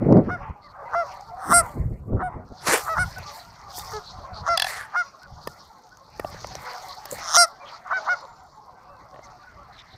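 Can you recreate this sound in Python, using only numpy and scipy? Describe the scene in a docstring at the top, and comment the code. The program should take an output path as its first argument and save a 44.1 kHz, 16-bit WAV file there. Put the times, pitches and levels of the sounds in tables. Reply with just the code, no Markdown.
"""Geese on a lake at dusk. Near birds honk: a creaky growl breaks into a clear, arched note of whole harmonics.
Farther off a flock murmurs: many short buzzing arches, smeared and half lost in noise, with single calls on top.
Noise bursts paddle, spray and splash, short ticks sound, brief noise contacts ring the bills as claps and a rattle.
Hisses and raspy bursts come and go, a thin wavering sine whistles late; low lumpy noise is wind on the microphone.
Dull echoes return from the banks, bright ones from a hard wall."""
import sys
import numpy as np
from scipy import signal
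from scipy.fft import rfft, irfft, next_fast_len
from scipy.io import wavfile
from scipy.ndimage import uniform_filter1d

SR = 44100
rng = np.random.default_rng(int(sys.argv[2]) if len(sys.argv) > 2 else 0)


def int16_out(signal):
    """Quantize to a 16-bit WAV file."""
    q = np.round(np.clip(np.atleast_2d(signal).T, -1, 1) * 32767)
    wavfile.write(sys.argv[1], SR, q.astype(np.int16))


N = 439677


def amp(db):
    """Decibels to gain."""
    return 10 ** (np.asarray(db) / 20)


def rms_one(x):
    """Scale to unit rms."""
    return x / np.sqrt(np.mean(x ** 2) + 1e-20)


def in_time(rows):
    """Columns of a curve, sample by sample."""
    s, *columns = np.transpose(rows)
    return [np.interp(np.arange(N) / SR, s, c) for c in columns]


def span(rows, fade):
    """Sample range of a short curve, a gate with soft ends, and the curve's columns."""
    s, *columns = np.transpose(rows)
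    at = np.arange(round((s[0] - fade) * SR), round((s[-1] + fade) * SR))
    t = at / SR
    gate = np.clip(np.minimum(t - t[0], t[-1] - t) / (2 * fade), 0, 1) ** 2
    return at, gate, [np.interp(t, s, c) for c in columns]


def swells(events, rise):
    """Gains of events that rise to a peak and fade; rise is a share of the 20 dB fade time."""
    t, out = np.arange(0, N + 64, 64) / SR, 0
    for s, fade, *levels_db in events:
        away = np.maximum(t - s, (s - t) / rise) / fade
        out = out + amp(np.array(levels_db)[:, None] - 20 * away)
    return [np.interp(np.arange(N) / SR, t, row) for row in out]   # one per level column


def at_hz(points, hz):
    """Read a spectrum on a log-frequency axis, -90 dB outside it."""
    points_hz, points_db = np.array(points).T
    return np.interp(np.log(hz), np.log(points_hz), points_db, left=-90, right=-90)


def drift(rate):
    """Slow chance, spread 1: noise through two equal low-pass stages."""
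    r = np.exp(-2 * np.pi * rate / SR)
    return rms_one(signal.lfilter([1], [1, -2 * r, r * r], rng.standard_normal(N + SR))[SR:])


def coloured(x, spectrum, patchy_db=0, rate=10):
    """Give a white signal this spectrum, each third of an octave swelling by itself if patchy; rms 1."""
    size = next_fast_len(N)
    hz = np.maximum(np.arange(size // 2 + 1) * SR / size, 1)
    shaped = rfft(x, size) * amp(at_hz(spectrum, hz))
    if not patchy_db:
        return rms_one(irfft(shaped, size)[:N])
    low, high = (int(3 * np.log2(spectrum[k][0])) for k in (1, -2))
    place = np.clip(3 * np.log2(hz), low, high)   # in thirds of an octave
    out = np.zeros(N)
    for k in range(low, high + 1):
        band = irfft(shaped * np.clip(1 - abs(place - k), 0, 1), size)[:N]
        out += band * amp(patchy_db * drift(rate))
    return rms_one(out)


def resonate(x, modes):
    """Parallel resonances with alternating signs."""
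    out = 0
    for k, (hz, width, level_db) in enumerate(modes):
        r = np.exp(-np.pi * width / SR)
        b = (1 - r * r) / 2 * np.array([1, 0, -1])
        a = [1, -2 * r * np.cos(2 * np.pi * hz / SR), r * r]
        out = out + (-1) ** k * amp(level_db) * signal.lfilter(b, a, x + 1e-18)
    return out


def grains(per_s, spread_db):
    """Random clicks of uneven size."""
    sizes = amp(spread_db * np.minimum(rng.exponential(1, N), 5)) * rng.standard_normal(N)
    return sizes * (rng.random(N) < per_s / SR)


def water(spectrum, per_s, patchy_db):
    """Dense small bursts on a wash of noise, coming in patches."""
    wash = rng.standard_normal(N) + .8 * rms_one(grains(per_s, spread_db=2.5))
    return coloured(wash * amp(1.5 * drift(25)), spectrum, patchy_db, rate=12)


# spectra of the wind's low rumble and of its higher buffeting: (frequency [Hz], density [dB per Hz])
RUMBLE = [(8.8, -55), (15, -9.5), (48, 3.5), (119, 3), (146, 0), (200, -7), (260, -34), (440, -120)]
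BUFFET = [(59, -30.5), (100, -5.5), (150, 2), (260, 0), (385, -3), (634, -9.5), (953, -24.5), (1170, -31.5),
          (1500, -39), (1950, -63), (3300, -120)]
# gusts at the microphone, before the lumps:
# (strongest time [s], time to fade 20 dB [s], rumble level [dB], buffeting level [dB])
GUSTS = [(.025, .05, -23, -20.5), (.06, .1, -38, -22), (.125, .1, -32, -10), (.175, .05, -32, -11),
         (.28, 0.0933, -26.5, -29), (.5, .04, -33, -41), (1.5, 0.08, -47, -28), (1.58, 0.15, -35, -45),
         (1.77, 0.0346, -38, -25.5), (1.83, 0.15, -25.5, -42), (1.91, 0.08, -34.5, -37),
         (2.135, 0.12, -26, -26), (2.36, 0.09, -37, -38.5), (2.52, 0.02, -34, -37), (2.69, 0.04, -44, -29),
         (3.0, 0.12, -27, -47), (3.16, 0.26, -45.5, -67), (4.19, 0.09, -39.5, -63), (4.33, 0.06, -43, -61),
         (4.41, 0.27, -39.5, -63.5), (5.33, .08, -41, -67), (5.47, 0.05, -43.5, -54.5),
         (6.19, .2, -45, -58), (6.33, 0.17, -45, -63), (6.44, 0.11, -44, -54), (6.53, 0.13, -48.5, -49.5),
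         (7.13, 0.1, -54, -45), (7.39, 0.02, -56, -58), (9.55, 0.15, -55, -67), (9.95, .1, -51, -66)]
# rumble between gusts, before the lumps: (time [s], level [dB])
BREEZE = [(0, -44), (.45, -47), (.6, -56.5), (1.4, -56.5), (2.05, -44.5), (2.65, -54.5), (3.4, -59.5),
          (3.9, -48), (4.3, -58), (5.6, -66), (7.3, -59), (7.55, -63), (9.97, -60)]


def wind():
    """Eddies on the microphone port: lumpy low noise, brighter in the gusts."""
    rumble_gain, buffet_gain = swells(GUSTS, rise=0.47)
    rumble_gain = rumble_gain + amp(in_time(BREEZE)[0])
    buffet_gain = buffet_gain + amp(-65)   # calm air
    rumble = coloured(rng.standard_normal(N), RUMBLE) * amp(3.5 * drift(15))
    buffet = coloured(rng.standard_normal(N), BUFFET) * amp(2.6 * drift(23))
    return rumble * rumble_gain + buffet * buffet_gain


# spectrum of the far flock: (frequency [Hz], density [dB per Hz])
FLOCK = [(180, -49.5), (300, -22), (638, -4), (799, 2), (1190, 0), (1460, -8.5), (1700, -20.5), (2210, -48),
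         (3740, -120)]
# the far flock, between the near honks: (time [s], level [dB])
FLOCK_LEVEL = [(0, -44), (.3, -48), (.45, -42.5), (.68, -52.5), (.8, -38.5), (1.12, -40), (1.24, -49),
               (1.4, -44), (1.66, -37), (1.92, -61.5), (2.16, -58.5), (2.34, -37), (2.45, -52.5),
               (2.82, -39.5), (3.3, -45), (3.45, -50.5), (3.88, -40), (4.1, -45), (4.43, -39), (4.72, -44),
               (4.9, -48), (5.05, -51.5), (5.55, -48.5), (5.82, -54), (6.2, -51), (6.37, -41),
               (6.46, -49.5), (6.67, -37.5), (7.05, -46), (7.15, -38.5), (7.56, -49.5), (7.71, -39),
               (7.84, -52), (8.02, -37), (8.25, -44.5), (8.52, -53), (8.84, -48.5), (9.3, -49), (9.5, -53),
               (9.7, -49), (9.97, -54.5)]


def far_flock(flock_db, smear_s, blur_db):
    """Many distant calls overlap; each is a short arch, smeared by scattering and half lost in noise."""
    voices = np.zeros(N)
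    for when, pitch, length, loud in rng.random((300, 4)):
        t = np.linspace(-1, 1, int((.04 + 0.048 * length) * SR))
        phase = np.cumsum((400 + 380 * pitch) * (1 - .08 * (t + 0.22) ** 2)) / SR
        at = int(when * (N - len(t)))
        buzz = sum(np.cos(2 * np.pi * k * phase) for k in range(1, 4))
        voices[at:at + len(t)] += amp(9 * loud) * (1 - t ** 2) * buzz
    tail_s = np.arange(SR // 4) / SR
    tail = rng.standard_normal(SR // 4) * np.exp(-tail_s / smear_s)
    voices = rms_one(signal.fftconvolve(voices, tail)[:N])
    evened = voices / np.sqrt(uniform_filter1d(voices ** 2, size=9000) + 0.039)
    murmur = evened + amp(blur_db) * rng.standard_normal(N)
    return amp(flock_db) * coloured(murmur, FLOCK, patchy_db=3.5, rate=12)


# spectrum of the hiss: (frequency [Hz], density [dB per Hz])
HISS = [(760, -29), (1300, -6), (2030, -0.5), (2370, -8.5), (2890, -17.5), (3400, -23), (4420, -53),
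        (7480, -120)]
# hisses that come and go: (loudest time [s], time to fade 20 dB [s], level [dB])
HISSES = [(.05, 0.4, -54), (.44, .1, -51), (1.124, 0.13, -49.5), (1.66, 0.27, -57.5), (2.85, 0.13, -55),
          (3.2, 0.4, -48.5), (3.43, 0.34, -56), (4.72, 0.29, -36), (6.37, 0.5, -53), (6.67, 0.23, -41),
          (7.05, .15, -53), (7.21, 0.17, -43), (7.71, 0.22, -50.5), (8.045, .25, -52.5), (9.48, 0.53, -61),
          (9.744, 0.46, -53.5)]


def hiss(flock_db):
    """Patchy noise: a steady share rides 19.5 dB under the flock, single hisses swell over it."""
    gain = amp(flock_db - 19.5) + swells(HISSES, rise=0.62)[0]
    return gain * coloured(rng.standard_normal(N), HISS, patchy_db=5.5, rate=8)


# spectrum of the paddling: (frequency [Hz], density [dB per Hz])
PADDLING = [(1760, -39), (3000, -10.5), (3640, -2), (4000, 2), (4350, 7), (4900, 4), (5800, 2),
            (6840, -5.5), (7400, -21), (8000, -18), (10400, -41.5), (17600, -120)]
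# the paddling: (time [s], level [dB])
PADDLING_LEVEL = [(0, -72), (.25, -68.5), (.55, -78), (.75, -76), (1.12, -51), (1.39, -68), (1.64, -59),
                  (1.9, -81), (2.4, -83), (2.62, -49.5), (2.8, -43.5), (2.9, -54.5), (3.18, -49.5),
                  (3.31, -44.5), (3.45, -58), (3.68, -56), (3.76, -38.5), (3.86, -50), (3.94, -39.5),
                  (4.02, -51), (4.19, -51), (4.33, -64.5), (4.66, -39), (4.87, -61.5), (5.05, -52),
                  (5.2, -62), (5.5, -56.5), (6.05, -64), (6.35, -49), (6.67, -46.5), (7.0, -52), (7.2, -44),
                  (7.58, -61.5), (7.71, -51.5), (7.84, -62), (8.05, -47.5), (8.36, -64.5), (8.9, -68),
                  (9.3, -62), (9.74, -67), (9.97, -61.5)]


def paddling(paddling_db):
    """Paddled water: dense bursts and wash that follow the paddling level."""
    return amp(paddling_db) * water(PADDLING, per_s=900, patchy_db=3.5)


# spectrum of the spray: (frequency [Hz], density [dB per Hz])
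SPRAY = [(4120, -34.5), (7000, -4), (8830, -6.5), (10900, -11.5), (12700, -5), (16000, -12.5)]
# spray thrown up: (loudest time [s], time to fade 20 dB [s], level [dB])
SPRAYS = [(1.0, 0.6, -71), (1.64, 0.26, -54), (2.78, 0.21, -39), (3.07, 0.22, -56.5), (3.345, .12, -48),
          (3.772, 0.14, -40), (3.92, 0.05, -50), (4.68, 0.11, -43), (5.48, 0.25, -66), (6.25, 0.33, -61),
          (6.6, .4, -60), (6.84, .3, -60), (7.12, .08, -40), (7.47, 0.05, -57)]
STEADY_SPRAY_DB, SPRAY_FOLLOWS = -76.5, .3   # mean level; share of the paddling's swing in dB


def spray(paddling_db):
    """Fine, sparser bursts: a faint steady spray follows the paddling, thrown spray swells over it."""
    steady_db = STEADY_SPRAY_DB + SPRAY_FOLLOWS * (paddling_db - paddling_db.mean())
    gain = amp(steady_db) + swells(SPRAYS, rise=0.32)[0]
    return gain * water(SPRAY, per_s=260, patchy_db=0.5)


# short ticks: (time [s], level of the ring at its start [dB], pitch [Hz])
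TICKS = [(0.1255, -30, 5280), (0.1726, -38.5, 4800), (3.183, -30, 5740), (3.2947, -30, 5000),
         (3.796, -22.5, 4830), (5.233, -37.5, 5190), (5.972, -37, 6380), (6.471, -29.5, 6100),
         (6.5535, -19.5, 5750), (6.7346, -32, 5270), (7.113, -16.5, 7200), (7.751, -44, 6500),
         (7.8735, -44, 6500), (7.9753, -42, 6000), (8.0496, -42, 6000)]


def ticks(paddling_db):
    """Short ticks, each a click with a very short ring; more come at random, their level tied to the paddling."""
    out, t = np.zeros(N), np.arange(300) / SR
    scattered = []
    for when, loud, pitch in rng.random((16, 3)):
        s = 9.9 * when
        scattered.append((s, paddling_db[int(s * SR)] + 12 + 6 * loud, 4500 + 2000 * pitch))
    for s, level_db, hz in TICKS + scattered:
        ring = np.sin(2 * np.pi * hz * t) * np.exp(-t / 0.00066)
        click = .5 * rng.standard_normal(300) * np.exp(-t / 0.00013)
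        at = round(s * SR)
        out[at:at + 300] += amp(level_db) * (ring + click)
    return out


# near honks: (start of the clear note [s], its length [s], highest pitch [Hz], scoop up to it [Hz], level [dB],
#   against the harmonics from the second to 3.9 kHz: fundamental [dB], 3.9-7 kHz [dB], above 7 kHz [dB],
#   growl before it: length [s], end level [dB], against that: bill [dB], rasp [dB])
HONKS = [(0.298, 0.075, 727, 40, -28.5, -5, -29, -42, .016, -29, -35, -60),
         (0.945, 0.1, 691, 31, -21.5, 3, -23.5, -42, 0.031, -23.5, -31.5, -41),
         (1.524, 0.1, 698, 30, -15, -4, -12.5, 0.5, .16, -15.5, -17.5, -11),
         (2.22, 0.081, 737, 15, -26.5, 11, -37, -22, 0.057, -24.5, -50, -53),
         (2.885, 0.079, 651, 3.7, -25, -8, -24, -45, .04, -26, -36, -38),
         (2.98, 0.074, 738, 74, -21.5, -14.5, -20, -17, 0.037, -21, -24.5, -36),
         (3.929, 0.075, 428, -6, -32, 0, -24, -34, 0.016, -37, -40, -60),
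         (4.483, 0.09, 687, 16, -20, -3.5, -16, -37, 0.049, -23, -16, -37),
         (4.955, 0.081, 720, 37.4, -21, -16.5, -23, -38, .04, -25.5, -33, -45),
         (7.364, 0.098, 698.5, 14, -14.5, -4.5, 0.5, -5, .19, -15, 2.5, -12.5),
         (7.925, 0.078, 760, 8.1, -24.5, -16, -35, -57, 0.077, -20.5, -48, -63),
         (8.085, 0.071, 731, 50, -20, -14, -25, -47, 0.042, -24.5, -38, -50)]
# resonances that each creak rings, by region, passed twice: (frequency [Hz], width [Hz], level [dB])
CHEST = [(674, 250, -3), (1250, 400, 2), (2000, 400, -11.5)]
BILL = [(3600, 750, -6.5), (5080, 820, -1.5), (6000, 1500, -2)]
RASP = [(8500, 1700, 3), (10500, 1700, -0.5), (14000, 3000, -3)]
CREAKS_PER_S = 165   # on average
OVERLAP_S = .011   # the growl runs on into the note
# going back from the note the growl holds, steps down, then thins out steadily; its treble starts later
GROWL_HOLD_S, STEP_S, STEP_DB, THIN_DB_PER_S, DULL_START_DB = 0.0062, 0.025, 12.5, 65.5, 18.5


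def growls(rough, burst, blur):
    """Slack membranes slap unevenly, swelling into the honk; each slap is a click plus a short puff of air."""
    out = np.zeros(N)
    for start, *_, length, end_db, bill_db, rasp_db in HONKS:
        time_to_note = [(start - length, length), (start, 0), (start + OVERLAP_S, 0)]
        at, gate, (ahead,) = span(time_to_note, fade=0.0055)
        step_db = STEP_DB * np.clip((ahead - GROWL_HOLD_S) / STEP_S, 0, 1)
        level_db = end_db - step_db - THIN_DB_PER_S * ahead
        dull_db = DULL_START_DB * (ahead / length) ** 2
        draw = rng.standard_normal((4, len(at)))
        uneven = rms_one(uniform_filter1d(draw[0], size=300))
        cycle = np.cumsum(CREAKS_PER_S * amp(.8 * uneven)) / SR
        slaps = np.diff(np.floor(cycle), prepend=0) * amp(0.7 * draw[1])
        puff = rough * draw[2] * np.exp(-(cycle % 1) / burst)
        far = blur * np.clip(-bill_db / 30, 0, 1) ** 2   # a dull bird is far off: its slaps smear
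        source = slaps + puff + far * draw[3]
        regions = [(CHEST, -.4 * dull_db), (BILL, bill_db - dull_db), (RASP, rasp_db - 1.6 * dull_db)]
        for modes, relative_db in regions:
            rung = resonate(resonate(source, modes), modes)
            out[at] += gate * amp(level_db + relative_db) * rms_one(rung)
    return out


# harmonic strengths after windpipe and bill, within each region of the spectrum: (frequency [Hz], level [dB])
WINDPIPE = [(400, -4), (700, 2), (1400, 1.5), (2100, -14.5), (2800, -34), (3500, -37), (4200, -24.5),
            (4900, -15.5), (5600, -13.5), (6900, -34), (8500, -13.5), (11000, -24.5), (12500, -40),
            (16000, -46.5)]
CREST, SAG, SAG_BEND = .42, .14, 2.4   # where the pitch peaks, how far it then falls (shares), how late
HOLD, RELEASE_DB = .55, 14   # the level holds for this share of the note, then sinks ever faster
TREBLE_LATE_S = 0.02   # the upper harmonics clear up this long after the start


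def honks(strain, breath):
    """A steady membrane tone: whole multiples of the pitch, weighted by windpipe and bill.
    Returns the sound and the share of it that reaches the wall."""
    out, waver, k = np.zeros((2, N)), drift(90), np.arange(1, 40)[:, None]
    for start, length, top_hz, scoop_hz, note_db, first_db, mid_db, top_db, *_ in HONKS:
        at = round(start * SR) + np.arange(round(length * SR))
        u = np.linspace(0, 1, len(at))
        before, after = np.clip(1 - u / CREST, 0, 1), np.clip((u - CREST) / (1 - CREST), 0, 1)
        arch = top_hz * (1 - SAG * after ** SAG_BEND) - scoop_hz * before ** 2
        pitch = arch * (1 + 0.001 * waver[at])
        level_db = note_db - RELEASE_DB * np.clip((u - HOLD) / (1 - HOLD), 0, 1) ** 2
        # the treble needs full effort
        late_db = 20 * np.clip(1 - u * length / TREBLE_LATE_S, 0, 1)
        fade_db = strain * (level_db - note_db) - late_db
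        # 0 fundamental, 1 up to 3.9 kHz, 2 up to 7 kHz, 3 above
        region = np.where(k == 1, 0, np.digitize(k * pitch.mean(), [3900, 7000]) + 1)[:, 0]
        strengths = amp(at_hz(WINDPIPE, k * pitch))
        # the note frays at both ends, most in the treble
        hoarse = breath * (1 + 5.1 * (2 * u - 1) ** 6) * np.sqrt(k)
        chance = uniform_filter1d(rng.standard_normal(strengths.shape), size=60)
        flutter = 1 + hoarse * uniform_filter1d(chance, size=40) * np.sqrt(60)
        tones = strengths * flutter * np.cos(k * 2 * np.pi * np.cumsum(pitch) / SR + .35 * k ** 2)
        relative = amp(np.broadcast_arrays(first_db, 0, mid_db + fade_db, top_db + fade_db))
        voice = 0
        for r in range(4):
            power = np.sum(strengths[region == r] ** 2, axis=0) / 2 + 1e-12
            voice = voice + relative[r] * tones[region == r].sum(axis=0) / np.sqrt(power)
        voice = voice / np.sqrt(1 + amp(2 * first_db))
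        gate = np.clip(np.minimum(u / 0.009, (1 - u) / 0.016) * length, 0, 1)
        # a dull bird faces away, towards the wall
        turned = np.clip(-(mid_db + 12) / 8, 0, 1) * (top_db < -12)
        out[:, at] += np.outer([1, turned], gate * amp(level_db) * voice)
    return out


# echoes, dull off the banks and bright off a hard wall: (delay [s], level [dB])
ECHOES = [(.021, -23.5), (.047, -25.5), (.083, -37), (.131, -53)]
WALL = [(.05, -12), (.068, -22), (.09, -11)]


def banks(x, turned):
    """Delayed copies: a few dull echoes, and bright ones of the birds that face the wall."""
    dull = signal.sosfilt(signal.butter(2, 2500, fs=SR, output="sos"), x)
    bright = signal.sosfilt(signal.butter(2, [4000, 6500], "band", fs=SR, output="sos"), turned)
    out = np.zeros(N)
    for y, echoes in [(dull, ECHOES), (bright, WALL)]:
        for delay, level_db in echoes:
            out += amp(level_db) * np.pad(y, (round(delay * SR), 0))[:N]
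    return out


# distant calls of which one partial stands out, before bend and waver:
# (start [s], length [s], pitch at start [Hz], pitch at end [Hz], peak level [dB])
FAR_CALLS = [(0.434, 0.059, 910, 837, -39), (0.63, 0.06, 2150, 1850, -56), (0.818, 0.05, 590, 557.0, -40),
             (.85, .045, 2050, 1950, -50), (0.842, 0.064, 893, 955.0, -40), (1.072, 0.15, 908, 980, -47),
             (1.168, 0.078, 806, 805, -41.5), (1.3, 0.2, 702, 793, -39), (3.157, 0.047, 1495.0, 1460, -40),
             (3.168, 0.065, 776, 630, -40), (3.318, 0.069, 840, 920, -41.5),
             (3.367, 0.058, 700, 719.0, -41), (3.785, 0.04, 3600, 3667.0, -43),
             (4.197, 0.034, 568, 585, -42), (5.217, 0.055, 1500, 1430, -43.5),
             (5.913, 0.045, 1460, 1500, -51.5), (7.124, 0.022, 546, 530, -32), (7.6, .045, 2400, 2300, -55),
             (7.798, 0.04, 707.0, 697.0, -48.5), (8.224, 0.036, 560, 525, -42),
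             (8.87, .13, 2620, 2600, -71), (9.215, 0.042, 2080, 2050, -55.5),
             (9.431, 0.086, 1480, 1436, -49.5), (9.613, 0.064, 1380, 1274, -51.5)]


def far_calls(arch, hoarse):
    """Single faint sine notes that bend in pitch and waver in level."""
    out, waver = np.zeros(N), 1 + hoarse * drift(59)
    for start, length, from_hz, to_hz, peak_db in FAR_CALLS:
        u = np.linspace(0, 1, round(length * SR))
        bend_hz = arch * from_hz * (u * (1 - u) * 4 - .7)
        hz = from_hz + (to_hz - from_hz) * u + bend_hz
        at = round(start * SR) + np.arange(len(u))
        out[at] += amp(peak_db) * np.sin(np.pi * u) ** 0.29 * np.sin(2 * np.pi * np.cumsum(hz) / SR)
    return out * waver


# short raspy bursts, perhaps wings or wet feathers:
# (start [s], length [s], centre [Hz], rms level at the height of the swell [dB])
RASPS = [(0.615, 0.067, 4350, -57), (0.679, 0.048, 4300, -59), (4.032, 0.098, 4150, -44.5),
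         (4.329, 0.095, 4350, -43.5), (5.409, 0.051, 4600, -50), (6.685, 0.041, 4600, -43),
         (6.882, .06, 4270, -41.5), (7.652, 0.049, 3130, -48), (7.71, 0.076, 4550, -49.5),
         (7.964, 0.038, 4870, -46.5), (9.23, 0.038, 5900, -53.5), (9.72, 0.058, 4030, -55),
         (9.772, 0.052, 3600, -48.5), (9.775, 0.039, 5070, -56), (9.896, .07, 3840, -54)]


def rasps(sharpness):
    """Bursts of gritty noise, resonated twice around one pitch."""
    out, grit = np.zeros(N), rng.standard_normal(N) * amp(1.9 * drift(120))
    for start, length, hz, level_db in RASPS:
        at = round(start * SR) + np.arange(round(length * SR))
        mode = [(hz, hz / sharpness, 0)]
        swell = np.sin(np.linspace(0, np.pi, len(at))) ** 0.69
        out[at] += amp(level_db) * swell * rms_one(resonate(resonate(grit[at], mode), mode))
    return out


# two big splashes, levels before the low cut: (low cut [Hz], curve of (time [s], level [dB]))
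SPLASHES = [(150, [(2.6, -58), (2.664, -28.5), (2.672, -18), (2.742, -17.5), (2.83, -44.5)]),
            (650, [(4.64, -44), (4.69, -34), (4.78, -40), (4.87, -54)])]
# spectrum of the splashes: (frequency [Hz], density [dB per Hz])
SPLASH_COLOUR = [(150, -67), (250, -18), (342, -7.5), (436, 0), (547, -5), (686, -4), (1020, -4),
                 (1640, -4.5), (3170, -17.5), (10400, -15), (16000, -32)]


def splashes():
    """Thrown water: very dense bursts, gated to each splash with the lows cut."""
    out, thrown = np.zeros(N), water(SPLASH_COLOUR, per_s=1500, patchy_db=2.5)
    for low_hz, rows in SPLASHES:
        at, gate, (splash_db,) = span(rows, fade=0.011)
        low_cut = signal.butter(4, low_hz, "high", fs=SR, output="sos")
        out[at] += gate * amp(splash_db) * signal.sosfilt(low_cut, thrown[at])
    return out


# single bill claps: (time [s], level [dB], edge against body [dB], contact time [s])
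CLAPS = [(3.184, -32, -4, .004), (3.781, -28.5, -15, 0.0026), (5.473, -15, -11.5, 0.0029),
         (6.196, -15.5, -17, 0.0041), (6.246, -16, -39, 0.0034), (6.345, -31.5, -22, 0.0019),
         (6.445, -21, -39, 0.0017), (6.516, -32.5, -31, 0.0023), (6.552, -24.5, -31, 0.0024),
         (7.055, -28, 1, 0.0035), (7.186, -30, -20, 0.0023), (9.143, -34, -51, 0.0026),
         (9.161, -33, -49.5, 0.0015), (9.191, -32, -50, 0.0032)]
# resonances of the bill's body and edge, levels relative within each: (frequency [Hz], width [Hz], level [dB])
CLAP_BODY = [(574, 180, 20), (1430, 75, 0.5), (1790, 70, 9)]
CLAP_EDGE = [(2600, 67, -8.5), (4910, 160, 24.5), (8400, 4800, 6), (13300, 4700, 9.5)]


def claps(events, body_modes, edge_modes, low_hz):
    """Each clap is a few milliseconds of rattling contact that rings the bill."""
    out, t = np.zeros(N), np.arange(int(.04 * SR)) / SR
    for s, level_db, bright_db, length in events:
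        contact = rng.standard_normal(len(t)) * (t / length) * np.exp(-(t / length) ** 2)
        body = resonate(uniform_filter1d(contact, size=9), body_modes)
        edge = resonate(contact, edge_modes)
        clap = body / np.abs(body).max() * 0.91 + amp(bright_db) * edge / np.abs(edge).max()
        at = round((s - .001) * SR)
        out[at:at + len(t)] += amp(level_db) * clap
    return signal.sosfilt(signal.butter(4, low_hz, "high", fs=SR, output="sos"), out)


# resonances of the rattling bill, levels relative within each: (frequency [Hz], width [Hz], level [dB])
RATTLE_BODY = [(760, 75, -0.5), (1740, 100, -3)]
RATTLE_EDGE = [(2630, 120, -7), (3400, 80, -2), (4055, 75, -5.5), (4930, 400, -10), (9160, 650, -19),
               (11400, 3500, -29)]
RATTLE_S, RATTLE_GAP_S, RATTLE_CONTACT_S = 4.574, .0231, 0.0037
RATTLE_DB, RATTLE_BRIGHT_DB, RATTLE_DULLS_DB = -14.5, 5, 7.5   # level, edge against body, edge lost per late clap


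def rattle():
    """A quick bill rattle: five evenly spaced claps that lose their edge after the third."""
    rows = []
    for k in range(5):
        bright_db = RATTLE_BRIGHT_DB - RATTLE_DULLS_DB * max(k - 2, 0)
        rows.append((RATTLE_S + k * RATTLE_GAP_S, RATTLE_DB, bright_db, RATTLE_CONTACT_S))
    return claps(rows, RATTLE_BODY, RATTLE_EDGE, low_hz=560)


# a thin high whistle, 2 dB under its middle level: (time [s], pitch [Hz], level [dB])
WHISTLE = [(7.98, 7070, -75), (8.3, 7120, -71), (8.6, 7180, -78.5)]


def whistle():
    """A faint sine that wavers in level."""
    out = np.zeros(N)
    at, gate, (hz, level_db) = span(WHISTLE, fade=0.018)
    gain = gate * amp(level_db + 2.0 + 3.0 * drift(30)[at])
    out[at] = gain * np.sin(2 * np.pi * np.cumsum(hz) / SR)
    return out


def scene():
    """Near birds with their echoes, then flock, water, small sounds and wind at the microphone."""
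    (flock_db,), (paddling_db,) = in_time(FLOCK_LEVEL), in_time(PADDLING_LEVEL)
    clear, turned = honks(strain=1.1, breath=.055)
    near = clear + growls(rough=0.55, burst=0.34, blur=0.22)
    near += claps(CLAPS, CLAP_BODY, CLAP_EDGE, low_hz=150) + rattle()
    lake = far_flock(flock_db, smear_s=.025, blur_db=9.5) + hiss(flock_db)
    lake += paddling(paddling_db) + spray(paddling_db) + splashes()
    small = far_calls(arch=0.06, hoarse=0.75) + rasps(sharpness=5.0) + ticks(paddling_db) + whistle()
    return (near + banks(clear, turned) + lake + small + wind())[None]


CUTOFF_HZ = 16300


def record(dry):
    """At the microphone peaks are rounded and the top is cut."""
    held = dry / (1 + (dry / .74) ** 6) ** (1 / 6)
    return signal.sosfilt(signal.cheby2(20, 90, CUTOFF_HZ, fs=SR, output="sos"), held)


dry = scene()
out = record(dry)
int16_out(out)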